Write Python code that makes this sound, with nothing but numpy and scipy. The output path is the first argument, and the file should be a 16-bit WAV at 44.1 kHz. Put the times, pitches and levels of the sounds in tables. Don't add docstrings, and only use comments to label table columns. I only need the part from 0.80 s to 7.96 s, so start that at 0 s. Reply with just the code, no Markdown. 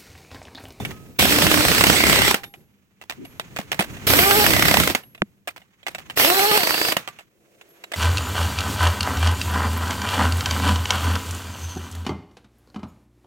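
import sys
import numpy as np
from scipy import signal
from scipy.fft import rfft, irfft, next_fast_len
from scipy.io import wavfile
from scipy.ndimage import uniform_filter1d, map_coordinates

SR = 44100
rng = np.random.default_rng(int(sys.argv[2]) if len(sys.argv) > 2 else 0)


def generate_wav(signal):
    frames = np.transpose(np.atleast_2d(signal))
    scaled = np.clip(frames, -1, 1) * 32767
    pcm = np.round(scaled).astype(np.int16)
    wavfile.write(sys.argv[1], SR, pcm)


N = 315756

# f/Hz, relative density/dB per Hz
STEEL_COLOUR = [(50, -27.5), (150, -7.5), (2100, -6), (6800, -19), (15000, -18.5)]
# nominal f/Hz, relative level/dB, t60/s
ANVIL_MODES = [(698, -1.5, 0.032), (1520, -1.5, 0.0068), (2002, 1, 0.028), (2715, 1, 0.034),
               (3530, -7, 0.046), (8110, -11, 0.047)]
# nominal f/Hz, relative level/dB, t60/s
HOUSING_MODES = [(203, 0.5, 0.047), (310, 2.5, 0.022), (704, 8, 0.0089)]


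def amp(db):
    return 10 ** (np.asarray(db) / 20)


def unit(x):
    return x / np.sqrt(np.mean(x ** 2) + 1e-20)


def along(points, hz):
    f, v = np.transpose(points)
    return np.interp(np.log(hz + 1), np.log(f + 1), v)


def wobble(rate):
    coarse = np.arange(0, N, 20)
    knots = rng.standard_normal(int(N * rate / SR) + 4)
    return np.interp(np.arange(N), coarse, map_coordinates(knots, [coarse * rate / SR]))


def filtered(x, response):
    m = next_fast_len(N + SR // 2)
    return irfft(rfft(x, m) * response(np.fft.rfftfreq(m, 1 / SR)), m)[..., :N]


def rush(spectrum):
    # f/Hz, correlation
    likeness = [(30, .1), (400, .8), (1200, .3)]

    def mid_side_gains(hz):
        angle = np.arccos(np.clip(along(likeness, hz), -1, 1)) / 2
        return amp(along(spectrum, hz)) * [np.cos(angle), np.sin(angle)]

    mid, side = filtered(rng.standard_normal((2, N)), mid_side_gains)
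    return unit(np.array([mid + side, mid - side]))


def patchy(x, depth_db):
    z = signal.stft(x, nperseg=512)[2]
    field = rng.standard_normal(z.shape[1:])
    field = uniform_filter1d(uniform_filter1d(field, size=6, axis=0), size=6, axis=1)
    return unit(signal.istft(z * amp(depth_db * unit(field)), nperseg=512)[1][:, :N])


def moving_band(centre_hz, width):
    hz, t, z = signal.stft(rng.standard_normal((2, N)), SR, nperseg=512)
    centre, share = [np.interp(t, np.arange(N) / SR, c) for c in (centre_hz, width)]
    band = 1 / (1 + ((hz[:, None] / centre - 1) / share) ** 2)
    return unit(signal.istft(z * band / np.linalg.norm(band, axis=0), SR, nperseg=512)[1][:, :N])


def dying(hits, rise):
    env = np.zeros(N + SR)
    for s, db, t60 in hits:
        t = np.arange(round(np.clip(t60, .005, .5) * SR)) / SR
        env[round(s * SR):][:len(t)] += amp(db - 60 * t / t[-1]) * (1 - np.exp(-t / rise))
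    return env[:N]


def ringing(hits, modes, scatter_db, detune=0, spread=1):
    out = np.zeros((2, N + SR))
    for s, db in hits:
        for (hz, level, t60), (size, pitch, *phase) in zip(modes, rng.standard_normal((len(modes), 4))):
            t = np.arange(round(min(t60, 1) * SR)) / SR
            phases = spread * np.array(phase)[:, None]
            swing = np.sin(2 * np.pi * hz * (1 + detune * pitch) * t + phases)
            decay = amp(db + level + scatter_db * size - 60 * t / t60)
            out[:, round(s * SR):][:, :len(t)] += decay * (1 - np.exp(-2 * hz * t)) * swing
    return out[:, :N]


def spans(rows):
    t, rows = np.arange(N) / SR, np.asarray(rows)
    start, end, *cols = rows[np.clip(np.searchsorted(rows[:, 0], t) - 1, 0, None)].T
    return np.clip(t - start, 0, None), np.clip(t - end, 0, None), end - start, cols


def far_drones():
    # f/Hz, relative density/dB per Hz
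    machine_colour = [(150, -29), (200, 0.5), (215, -11.5), (300, -39)]
    # f/Hz, relative density/dB per Hz
    groan_colour = [(200, -28.5), (335, 2.5), (410, -2), (700, -6.5), (1000, -31.5), (8000, -23.5),
                    (15900, -28)]
    start_s, rise_s = 6.446, 0.3
    swell = 1 - np.exp(-np.clip(np.arange(N) / SR - start_s, 0, None) / rise_s)
    return amp(-56) * swell * rush(groan_colour) + amp(-69) * rush(machine_colour)


def yard():
    # t/s, rumble level/dB, rustle level/dB, before the wobble
    surroundings = [(0, -26, -39), (.2, -42.5, -58.5), (1.652, -50.5, -70.5), (2.149, -69, -72),
                    (2.4, -51, -56.5), (2.849, -45.5, -53), (3.25, -37, -44), (4.58, -62.5, -73),
                    (4.998, -65.5, -66.5), (5.2, -50.5, -54), (6.3, -55, -50.5), (6.501, -68.5, -70.5),
                    (7.16, -71, -57)]
    # f/Hz, relative density/dB per Hz
    rumble_colour = [(40, -4), (130, 3.5), (400, -8), (1300, -31.5)]
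    # f/Hz, relative density/dB per Hz
    rustle_colour = [(500, -15.5), (1000, -9.5), (2600, -8), (5000, -22.5), (6600, -16), (9500, -31.5)]
    s, *levels = np.transpose(surroundings)
    rumble_db, rustle_db = [np.interp(np.arange(N) / SR, s, c) for c in levels]
    rumble = amp(rumble_db + 2.3 * wobble(24)) * rush(rumble_colour)
    rustle = amp(rustle_db + 2.8 * wobble(79)) * rush(rustle_colour)
    return rumble + rustle + far_drones()


def thin_tones():
    # t/s, f/Hz, level/dB before scatter, t60/s
    tones = [(.001, 3560, -36, .15), (.12, 1270, -50, .6), (1.55, 802, -42, .5), (1.636, 3630, -39, .15),
             (4.685, 1174, -40, .09), (6.18, 3680, -36, .08), (6.28, 1174, -38, .09)]
    return sum(ringing([(s, db)], [(hz, 0, t60)], scatter_db=6) for s, hz, db, t60 in tones)


def free_socket():
    # t/s, relative level/dB
    socket_strikes = [(.001, -51), (1.635, -44.5), (2.45, -47.5), (4.23, -44.5), (6.275, -56),
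                      (6.89, -51.5)]
    # f/Hz, relative level/dB, t60/s
    socket_modes = [(11400, -6.5, 0.54), (11610, -5, 0.51)]
    return ringing(socket_strikes, socket_modes, scatter_db=2)


def housing_thuds():
    # t/s, relative level/dB
    knocks = [(.003, -22), (2.79, -17.5), (2.995, -10.5), (3.303, -11.5), (4.42, -8.5)]
    return ringing(knocks, HOUSING_MODES, scatter_db=-1.5, detune=0.047, spread=0.7)


def snap():
    centre_s, width_s = 4.4201, .0001
    u = (np.arange(N) / SR - centre_s) / width_s
    return -2 * amp(-2) * u * np.exp(-u * u / 2)


def clacks():
    # t/s, relative level/dB, nominal chatter length/s
    bumps = [(0.05, -15.5, 0.019), (0.108, -27, 0.038), (1.634, -26, 0.039), (1.739, -33, 0.029),
             (2.214, -32.5, 0.046), (2.297, -18.5, 0.044), (2.451, -30.5, 0.016), (2.597, -18, 0.026),
             (2.763, -19, 0.028), (2.787, -22, 0.057), (2.917, -13.5, 0.055), (2.992, -10, 0.03),
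             (3.007, -12.5, .05), (4.348, -34.5, 0.023), (4.674, -15, 0.03), (4.762, -33, 0.051),
             (5.066, -17.5, 0.051), (5.148, -20, 0.02), (5.183, -29, 0.047), (5.299, -20, 0.027),
             (6.276, -20, 0.027), (6.388, -30.5, .03), (6.812, -34, 0.018), (7.038, -26.5, 0.017),
             (7.118, -22.5, .025), (7.136, -16.5, 0.035)]
    # t/s, relative level/dB
    ticks = [(3.041, -29.5), (3.168, -31), (4.235, -38.5), (4.378, -38.5), (4.817, -43.5), (5.03, -37),
             (6.228, -41), (6.407, -36.5)]
    # f/Hz, relative density/dB per Hz
    clack_colour = [(300, -5), (2500, -6), (9000, -21.5)]
    gap_share, loss_db = .15, 4
    contacts = list(bumps) + [(s, db, .014) for s, db in ticks]
    bounces = []
    for (s, db, length), luck in zip(contacts, rng.standard_normal((len(contacts), 4, 2))):
        for k, (late, size) in enumerate(luck):
            bounce_s = s + k * gap_share * length * (1 + 0.19 * late)
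            bounce_db = db - loss_db * k + 2 * size * (k > 0)
            bounces.append((bounce_s, bounce_db, length))
    chatter = dying([(s, db + 0.65, 0.36 * length) for s, db, length in bounces], rise=0.0004)
    chatter = chatter * amp(2.9 * wobble(300)) * rush(clack_colour)
    rattle = dying([(s, db - 17, 4 * length) for s, db, length in contacts], rise=0.004)
    rattle = rattle * amp(3.5 * wobble(120)) * rush(STEEL_COLOUR)
    steel = ringing([(s, db - 9.5) for s, db, length in bounces], ANVIL_MODES, scatter_db=3.5, detune=.1)
    low_cut = signal.butter(2, 350, "high", fs=SR)
    return signal.lfilter(*low_cut, chatter + rattle + steel)


def gliding_bands():
    # start t/s, end t/s, first centre f/Hz, last centre f/Hz, width as share of centre, level/dB
    bands = [(.385, .47, 3400, 3190, 0.15, -22.5), (1.15, 1.5, 2087, 2017, 0.079, -23.5),
             (2.37, 2.46, 290, 299.5, .08, -37.5), (3.7, 4.01, 2067, 1962, 0.049, -26.5),
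             (5.5, 6.13, 4076, 4826, 0.036, -29)]
    blowing, _, length, (from_hz, to_hz, width, db) = spans(bands)
    sounding = np.clip(np.minimum(blowing, length - blowing) / 0.017, 0, 1)
    centre_hz = from_hz + (to_hz - from_hz) * np.clip(blowing / length, 0, 1)
    return sounding * amp(db) * moving_band(centre_hz, width)


def hammer_blows():
    # t/s, relative level/dB
    single = [(0.395, -7), (0.425, -7), (0.454, -8.5), (0.522, -7.5), (0.56, -7.5), (0.585, -8.5),
              (0.621, -7), (0.666, -8.5), (0.714, -7.5), (1.543, -5), (3.273, -10), (3.301, -5.5),
              (3.335, -5), (3.389, -5), (3.435, -10.5), (3.509, -7), (3.598, -10), (3.641, -8.5),
              (3.664, -5), (4.035, -11.5), (4.074, -7), (4.099, -12), (4.149, -5), (5.373, -11),
              (5.397, -7.5), (5.446, -6), (5.5, -7.5), (5.545, -11.5), (5.593, -8.5), (5.713, -9),
              (5.774, -9.5), (5.805, -12.5), (5.832, -8.5), (5.893, -14.5), (6.167, -6.5)]
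    # first t/s, last t/s, level/dB before scatter, every second weaker by/dB
    even_runs = [(0.741, 0.806, -6.5, 3), (0.85, 0.981, -7, 2), (1.009, 1.097, -5, 0),
                 (1.128, 1.204, -6.5, 1), (1.237, 1.509, -6, 1.5), (3.705, 4, -5.5, 0.5),
                 (5.871, 6.121, -8.5, 4.5)]
    strokes = dict(count=(3, 5, 4, 3, 10, 11, 8))
    blows = list(single)
    for (first, last, db, weak_db), count in zip(even_runs, strokes["count"]):
        for k, s in enumerate(np.linspace(first, last, count)):
            blows.append((s, db - weak_db * (k % 2) + rng.normal(0, 1.2)))
    return blows


def strikes(blows):
    crack = dying([(s, db + 1.0, .024) for s, db in blows], rise=0.00088)
    crack = crack * amp(2.8 * wobble(350)) * rush(STEEL_COLOUR)
    wash = dying([(s, db - 18.5, .16) for s, db in blows], rise=0.0067) * rush(STEEL_COLOUR)
    steel = ringing([(s, db - 10.5) for s, db in blows], ANVIL_MODES, scatter_db=1.5, detune=.08)
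    thump = ringing([(s, db - 22) for s, db in blows], HOUSING_MODES, scatter_db=4.0, detune=0.11)
    return crack + wash + steel + thump


def vane_motor(blows):
    # start t/s, nut seats t/s, spin-up/s, free vane-pass f/Hz, tone level/dB, overtones raised by/dB
    motor_pulls = [(.39, .84, .06, 345, -22, -9), (3.285, 3.635, .055, 440, -19.5, 0),
                   (5.37, 5.775, .07, 440, -20, 0)]
    # multiple, relative level/dB
    harmonics = [(1, 0), (2, 1), (3, -5), (4, -6), (5, -9)]
    turning, seated, _, (spin_s, free_hz, tone_db, over_db) = spans(motor_pulls)
    loaded_share, loaded_db, load_s, swell_s = .78, -16, .035, .09
    load = 1 - np.exp(-seated / load_s)
    pitch_hz = free_hz * (1 - np.exp(-turning / spin_s)) * (1 - (1 - loaded_share) * load)
    braking = dying([(s, db, .5) for s, db in blows], rise=.002)
    pitch_hz = pitch_hz * (1 - .13 * np.clip(braking, 0, 1)) * (1 + 0.014 * wobble(60))
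    turn = 2 * np.pi * np.cumsum(pitch_hz) / SR
    lag = np.array([[.7], [0]])
    tone = unit(sum(amp(db + (k > 1) * over_db + 3.3 * wobble(40)) * np.cos(k * turn - lag)
                    for k, db in harmonics))
    tone = tone * amp(tone_db + loaded_db * load) * (1 - np.exp(-(turning / swell_s) ** 2))
    return turn, tone


def exhaust(turn, tone):
    # t/s, release t/s, valve opening/s, hiss level/dB, hiss sag/dB per s, first sizzle level/dB, buffet/dB
    pulls = [(.387, 1.515, 0.0027, -17.5, 1.5, -25, -24), (3.267, 4.11, 0.0015, -17.5, 6.5, -18, -25),
             (5.355, 6.125, 0.022, -17, 11, -19, -58)]
    # f/Hz, relative density/dB per Hz
    hiss_colour = [(200, -24), (400, -10.5), (1000, -15.5), (2700, -10.5), (5400, -14.5), (6900, -22),
                   (8200, -14.5), (9600, -22.5)]
    # f/Hz, relative density/dB per Hz
    sizzle_colour = [(9500, -19), (11500, 2), (15900, -7)]
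    # f/Hz, relative density/dB per Hz
    buffet_colour = [(25, -26), (65, -2), (300, -4.5), (700, -28.5)]
    since, past, _, (open_s, hiss_db, sag, sizzle_db, buffet_db) = spans(pulls)
    valve = (1 - np.exp(-(since / open_s) ** 2)) * amp(-500 * past)
    hiss = amp(hiss_db - sag * since) * patchy(rush(hiss_colour), depth_db=2.0)
    sizzle = amp(sizzle_db - 16 * since) * rush(sizzle_colour)
    air = (hiss + sizzle) * amp(1.5 * wobble(25)) * (1 + 0.2 * np.cos(turn))
    buffet = amp(buffet_db + 3.9 * np.array([wobble(14), wobble(20)])) * rush(buffet_colour)
    return valve * (air + buffet + tone)


def wrench():
    blows = hammer_blows()
    turn, tone = vane_motor(blows)
    return exhaust(turn, tone) + strikes(blows)


def scene():
    contacts = clacks() + thin_tones() + snap() + housing_thuds() + free_socket()
    return yard() + contacts + gliding_bands() + wrench()


def record(dry):
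    # f/Hz, left minus right/dB
    left_over_right = [(60, -1), (300, 0.5), (2500, -5), (10000, -0.85)]
    side = np.array([[.5], [-.5]])

    def port_response(hz):
        low_cut = hz / np.hypot(hz, 40)
        delay = np.exp(-2j * np.pi * hz * side * 1.5e-4)
        return amp(side * along(left_over_right, hz)) * low_cut * delay

    ports = filtered(dry, port_response)
    clipped = ports / (1 + np.abs(ports / .95) ** 6) ** (1 / 6)
    return filtered(clipped, lambda hz: hz < 15900)


dry = scene()
out = record(dry)
generate_wav(out)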